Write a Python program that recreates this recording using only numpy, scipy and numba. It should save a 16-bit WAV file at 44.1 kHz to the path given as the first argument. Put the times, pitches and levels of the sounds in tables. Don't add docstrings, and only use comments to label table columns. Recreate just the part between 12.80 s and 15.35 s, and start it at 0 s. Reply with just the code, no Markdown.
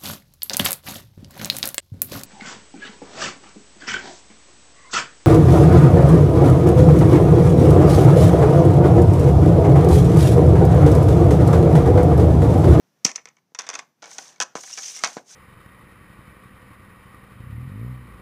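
import sys
import numpy as np
from scipy import signal
from scipy.fft import rfft, irfft
from scipy.io import wavfile
from numba import njit

SR = 44100
rng = np.random.default_rng(int(sys.argv[2]) if len(sys.argv) > 2 else 0)


def wav_record(signal):
    frames = np.transpose(np.atleast_2d(signal))
    bounded = np.clip(frames, -1, 1)
    quanta = np.round(bounded * 32767).astype(np.int16)
    wavfile.write(sys.argv[1], SR, quanta)


def convert_level_to_amplitude(level_db):
    exponent = np.asarray(level_db, float) / 20
    return 10 ** exponent


N = 112455

# (frequency [Hz], width [Hz], level [dB])
BODY_MODES = [(310, 394, -0.5), (667, 321, 4), (987, 424, 1.5), (1522, 230, 2.5), (1756, 370, -1),
              (2282, 280, -4), (3260, 1100, -8.5)]
# (time [s], level [dB])
HUSH_SWELL = [(0, -3.5), (.24, -3.5), (.55, -4.5), (0.66, -10), (.74, -8.5), (1.08, -3), (1.15, -8.5),
              (1.22, -4.5), (2.55, -2.5)]


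@njit
def svf(x, hz, width):
    y, b, l = np.empty((2, len(x))), 0., 0.
    g, k = np.tan(np.pi * hz / SR), width / hz
    for i in range(len(x)):
        v = (b + g * (x[i] + 1e-18 - l)) / (1 + g * (g + k))
        y[0, i], y[1, i] = l + g * v, k * v
        b, l = 2 * v - b, l + 2 * g * v
    return y


def low(x, hz):
    return svf(x, 1. * hz, hz * np.sqrt(2))[0]


def high(x, hz):
    return signal.sosfilt(signal.butter(2, hz, "high", fs=SR, output="sos"), x)


def ring(x, table):
    return sum((-1) ** k * convert_level_to_amplitude(db) * svf(x, 1. * f, 1. * w)[1] for k, (f, w, db) in enumerate(table))


def unit(x):
    return x / np.sqrt(np.mean(x ** 2))


def drift(hz):
    return unit(low(rng.standard_normal(N), hz))


def clicks(n, per_s, spread_db):
    u = rng.random((3, n))
    hit = u[0] < per_s / SR
    return unit(hit * np.sign(u[1] - .5) * convert_level_to_amplitude(-spread_db * np.log(1 - u[2])))


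def contacts():
    # (time [s], crack level [dB], knock level [dB re crack], chatter time [ms])
    bounces = [(0.2454, -33, -13, 1.7), (0.2485, 0, -22.5, 0.35), (.2501, 4, -15.5, 1.5),
               (.2511, -9.5, -13, 0.61), (.2520, 4.5, -31, 0.6), (.2540, -11.5, -6, 1.2),
               (0.256, -8, -30, 0.72), (0.2636, -7.5, -11, 5.5), (0.2741, -16.5, -3, 37),
               (0.2949, -22, -29, 1.6), (.3160, -22.5, -9.5, 1.3), (0.3535, -34, -1.5, 2.1),
               (0.3585, -10.5, -17, 4.1), (0.378, -42, 11.5, 17), (0.4556, -26, -4, 2.5),
               (0.4708, -44, 9.5, 13), (0.4869, -35.5, -6.5, 3.1), (0.497, -56, 7, 15),
               (0.5678, -46.5, 1, 2.5), (0.581, -58.5, 8, 7.8), (0.718, -63.5, -3.5, 5)]
    rattle = [(0.748, -23.5, -4, 5.5), (0.7874, -35.5, 12.5, 2.2), (0.7894, -9, -15.5, 4.7),
              (0.7944, -24, 2, 9.7), (0.8088, -24.5, -8, 2), (0.8188, -25, -12, 2.5), (0.828, -43, -1, 8.1),
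              (0.839, -41.5, 5, 9), (0.8668, -25.5, -4.5, 6.8), (0.8899, -11.5, -8, 2.5),
              (0.9001, -17.5, -8, 2.8), (0.909, -29, -1.5, 6.5), (0.9312, -32, 5.5, 10),
              (0.9391, -18.5, -8.5, 6.3), (0.9525, -15, -6, 4.3), (0.99, -17, -5, 5)]
    taps = [(1.2207, -46, 12.5, 12), (1.2257, -31.5, -6.5, 4), (1.2404, -35.5, 6.5, 3.2),
            (1.2478, -42, 6, 1.3), (1.2575, -29, -5.5, 1.9), (1.3140, -30.5, -2.5, 3),
            (1.3832, -16.5, -11.5, 0.37), (1.3844, -25, 2, 1.85), (1.3860, -32.5, 7.5, 2.5),
            (1.5600, -45, 1, 3.7), (1.5815, -57, 9, 1.9), (1.6019, -4, -7.5, 2.5),
            (1.6070, -20.5, -0.5, 5.4), (1.6117, -7.5, -7, 3.7), (1.6170, -11, -2.5, 4.8),
            (1.6239, -8, -14, 3.3), (1.6330, -13.5, -11.5, 1.5), (1.753, -31, 9.5, 1.3),
            (1.7555, -19, -9, 7.6), (1.7662, -22, -5, 4.8), (1.835, -36.5, 7.5, 3.6), (1.875, -38, 1, 3.7),
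            (1.897, -46, 10, 5.6), (1.9742, -17, -7, 5.5), (1.981, -21, -10.5, 3),
            (1.9855, -16.5, -9.5, 6.8), (2.1634, -26, -7.5, 1.2), (2.2373, -8, -1, 0.75),
            (2.2389, -17.5, 4.5, 2.5), (2.2454, -4.5, -20, 1.5), (2.2485, -12.5, -3, 6.1),
            (2.2581, -18.5, -2, 5.5), (2.2734, -15, -15, 3), (2.287, -27.5, -9, 0.8),
            (2.3689, -42, 10, 0.57)]
    # (frequency [Hz], width [Hz], level [dB])
    PUCK_MODES = [(1470, 540, -1.5), (2200, 600, 2.5)]
    RATTLE_MODES = [(353, 34, -9), (842, 200, -0.5), (1120, 92, 2.5), (1428, 97, 0.5), (1902, 67, 2.5),
                    (2130, 90, 4), (2583, 196, 0), (3616, 144, 1.5)]
    TAP_MODES = [(814, 38, 3.9), (919, 48, 8.5), (1424, 107, 7.1), (2055, 69, 2.1), (2250, 140, 4.6)]
    HARD_MODES = [(850, 290, 1.5), (1135, 300, 7), (1473, 320, 8), (1876, 210, 5.5), (2495, 236, -1),
                  (3350, 570, 1.5)]
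    DRAG_MODES = [(782, 77, 5), (994, 120, 7), (1233, 160, -1.5), (1535, 110, -6), (1760, 110, -0.5),
                  (2300, 310, -3)]
    BLOW_MODES = [(804, 67, 7.2), (880, 83, 6), (998, 48, 5.7), (1016, 70, 8.9), (1347, 107, 5.8),
                  (1573, 33, 3.3), (1966, 54, 2.3), (2208, 88, 5.1), (2450, 380, 0.69)]
    # (start [s], modes, broad body level [dB], bass cut [Hz])
    stages = [
        (0, PUCK_MODES, 0, 804),
        (.74, RATTLE_MODES, 0.5, 911),
        (1.2, TAP_MODES, -2.5, 650),
        (1.59, HARD_MODES, 1, 750),
        (1.7, DRAG_MODES, 0, 593),
        (2.2, BLOW_MODES, -0.5, 606),
    ]
    rise_ms = 0.61
    ms_in = np.arange(2048) / SR * 1000
    crack, knock = np.zeros(N), np.zeros((len(stages), N))
    for s, db, knock_db, ms in bounces + rattle + taps:
        decay = np.exp(-ms_in / max(ms, .3))
        burst = clicks(len(ms_in), 4000, 2.5) * decay
        push = clicks(len(ms_in), 4000, 2.5) * decay
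        burst[0] = 5.5
        push[int(rise_ms * SR / 1000)] = 4.55
        push *= 1 - np.exp(-ms_in / rise_ms)
        i = int(s * SR)
        stage = sum(s >= row[0] for row in stages) - 1
        crack[i:i + len(ms_in)] += burst * convert_level_to_amplitude(db) / np.sqrt(np.sum(burst ** 2))
        knock[stage, i:i + len(ms_in)] += push * convert_level_to_amplitude(db + knock_db) / np.sqrt(np.sum(push ** 2))
    bright = convert_level_to_amplitude(5.5) * low(high(crack, 3900), 9000)
    edge_ring = svf(bright, 6110., 2210.)[1]
    out = bright + convert_level_to_amplitude(-5.5) * edge_ring
    for x, (_, modes, body_db, bass_hz) in zip(knock, stages):
        x = signal.lfilter(*signal.butter(1, bass_hz, "high", fs=SR), x)
        out = out + convert_level_to_amplitude(22.5) * (convert_level_to_amplitude(body_db) * ring(x, BODY_MODES) + ring(x, modes))
    return out


def thuds():
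    # (time [s], level [dB], push time [ms])
    landings = [
        (0.2526, -24, 5.6),
        (0.721, -56, 2.1),
        (1.604, -17.5, 0.49),
        (1.7552, -17, 1.34),
        (2.2383, -13, 1.09),
    ]
    # (time [s], level [dB], push time [ms])
    lifts = [(2.3690, -21, 1.9)]
    # (frequency [Hz], width [Hz], level [dB])
    pad_modes = [(178, 140, 18.5), (216.8, 16, 7.5), (413, 59, -6.5)]
    out = np.zeros(N)
    for way, rows in ((1, landings), (-1, lifts)):
        for s, db, ms in rows:
            u = (np.arange(N) / SR - s) * 1000 / ms * 2 * np.pi
            out += way * convert_level_to_amplitude(db) * u * np.exp(.5 - np.clip(u, -9, 9) ** 2 / 2)
    out = high(out, 85)
    return out + convert_level_to_amplitude(-18) * ring(out, pad_modes)


def grit_band(band):
    grit = clicks(N, 20000, 1.5)
    return ring(grit, [band]) * convert_level_to_amplitude(3 * drift(46))


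def scrape():
    # (time [s], hiss level [dB], rumble level [dB re hiss])
    slide_in = [(.74, -95.5, -6.5), (.76, -83, -4), (.83, -61, 8.5), (.92, -67.5, 15.5),
                (0.992, -61.5, 14.5), (1.041, -67.5, 3), (1.101, -92.5, 1)]
    slide_out = [(1.217, -92.5, -10), (1.227, -64.5, 17.5), (1.27, -50, -2), (1.34, -39, -19.5),
                 (1.375, -47.5, -7.5), (1.409, -38.5, -18.5), (1.503, -48, -9.5), (1.59, -70, 1.5),
                 (1.739, -70, -1)]
    slide_back = [(1.752, -66, -37), (1.778, -38, -13), (1.858, -37, -35), (1.93, -34.5, -25),
                  (1.964, -36.5, -27), (2.06, -31.5, -26.5), (2.152, -34.5, -28), (2.231, -39, -10),
                  (2.328, -41.5, -10.5)]
    slide_on = [(2.33, -38, -45), (2.378, -46.5, 1.5), (2.438, -65, -17), (2.48, -47.5, -28),
                (2.506, -40, -18.5), (2.55, -42, -21.5)]
    # (frequency [Hz], width [Hz], level [dB])
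    hiss_bands = [(3030, 3700, 1), (4900, 630, -15.5), (5430, 680, -9), (6860, 2800, 1), (8840, 1230, 5.5),
                  (11570, 10500, 2.5), (14300, 2000, 7)]
    t = np.arange(N) / SR
    at, hiss_db, rumble_db = np.array(slide_in + slide_out + slide_back + slide_on).T
    shared_catch = convert_level_to_amplitude(1 * drift(174.2))
    hiss = unit(sum(grit_band(band) for band in hiss_bands) * shared_catch)
    rumble = unit(sum(grit_band(band) for band in BODY_MODES))
    rumble = rumble * convert_level_to_amplitude(np.interp(t, at, rumble_db) + 9.5)
    return convert_level_to_amplitude(np.interp(t, at, hiss_db, left=-120) - 8) * (hiss + rumble)


def squeaks():
    # (time [s], length [ms], slip frequency [Hz], level [dB])
    slips = [(1.913, 3.7, 3140, -70), (1.931, 4.4, 2786, -46.5), (1.939, 3.3, 2830, -49.5),
             (1.944, 2.5, 2880, -58), (2.029, 8.5, 3200, -52.5), (2.045, 2.2, 3080, -52),
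             (2.060, 3.5, 3090, -46.5), (2.074, 2.2, 2970, -57.5), (2.081, 1.3, 3140, -49),
             (2.09, 2, 2800, -64), (2.169, 19, 2790, -57), (2.195, 13, 2130, -45.5),
             (2.211, 7.5, 1244, -47.5)]
    t, out = np.arange(N) / SR, np.zeros(N)
    turn = 2 * np.pi * np.cumsum(1 + 0.0174 * drift(315)) / SR
    rough = convert_level_to_amplitude(4.7 * drift(510))
    for s, ms, hz, db in slips:
        swell = convert_level_to_amplitude(db) * np.exp(-((t - s) * 1000 / ms) ** 2)
        octave = (hz > 2500) * convert_level_to_amplitude(4) * np.sin(2 * hz * turn)
        out += swell * (np.sin(hz * turn) + octave)
    return out * rough


def wall_tail(t60):
    t = np.arange(SR // 2) / SR
    late = convert_level_to_amplitude(-8.5) * np.exp(-np.log(1000) * t / 0.25)
    echoes = clicks(len(t), 7000, 2.5) * (t > 0.0028)
    return echoes * (convert_level_to_amplitude(-60 * t / t60) + late) / np.sqrt(t60 * SR / 14)


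def walls(x):
    x = high(x, 330)
    dull = low(x, 1180)
    bright_echo = convert_level_to_amplitude(-20) * signal.fftconvolve(x - dull, wall_tail(0.13))[:N]
    dull_echo = convert_level_to_amplitude(-7) * signal.fftconvolve(dull, wall_tail(0.083))[:N]
    return bright_echo + dull_echo


def hush_db():
    return np.interp(np.arange(N) / SR, *np.array(HUSH_SWELL).T)


def air():
    # (frequency [Hz], density [dB per Hz])
    spectrum = [(45, -20.5), (150, 4), (300, -5.5), (800, -11), (2000, -17), (4000, -25.5), (9000, -34),
                (15000, -6)]
    f = np.arange(N // 2 + 1) * SR / N + 1
    hz, db = np.array(spectrum).T
    colour = convert_level_to_amplitude(np.interp(np.log(f), np.log(hz), db))
    hush = irfft(rfft(rng.standard_normal(N)) * colour, N)
    return unit(hush) * convert_level_to_amplitude(-56 + hush_db() + 1 * drift(3.6))


def scene():
    near = contacts() + thuds()
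    rub = scrape() + squeaks()
    echoes = walls(near + convert_level_to_amplitude(-9) * rub)
    return (near + rub + echoes + air())[None]


def low_pass(x):
    return signal.sosfilt(signal.butter(12, 15990, fs=SR, output="sos"), x)


def record(dry):
    port_hz, port_width_hz, port_db = 6033., 1126., 14
    ceiling = .75
    x = dry[0] + convert_level_to_amplitude(port_db) * svf(dry[0], port_hz, port_width_hz)[1]
    self_noise = convert_level_to_amplitude(-76 + hush_db()) * rng.standard_normal(N)
    x = high(low(x, 6600) + self_noise, 130)
    x = ceiling * np.tanh(x / ceiling)
    x = signal.sosfilt(signal.ellip(6, .5, 40, 15300, fs=SR, output="sos"), x)
    return low_pass(x[None])


dry = scene()
out = record(dry)
wav_record(out)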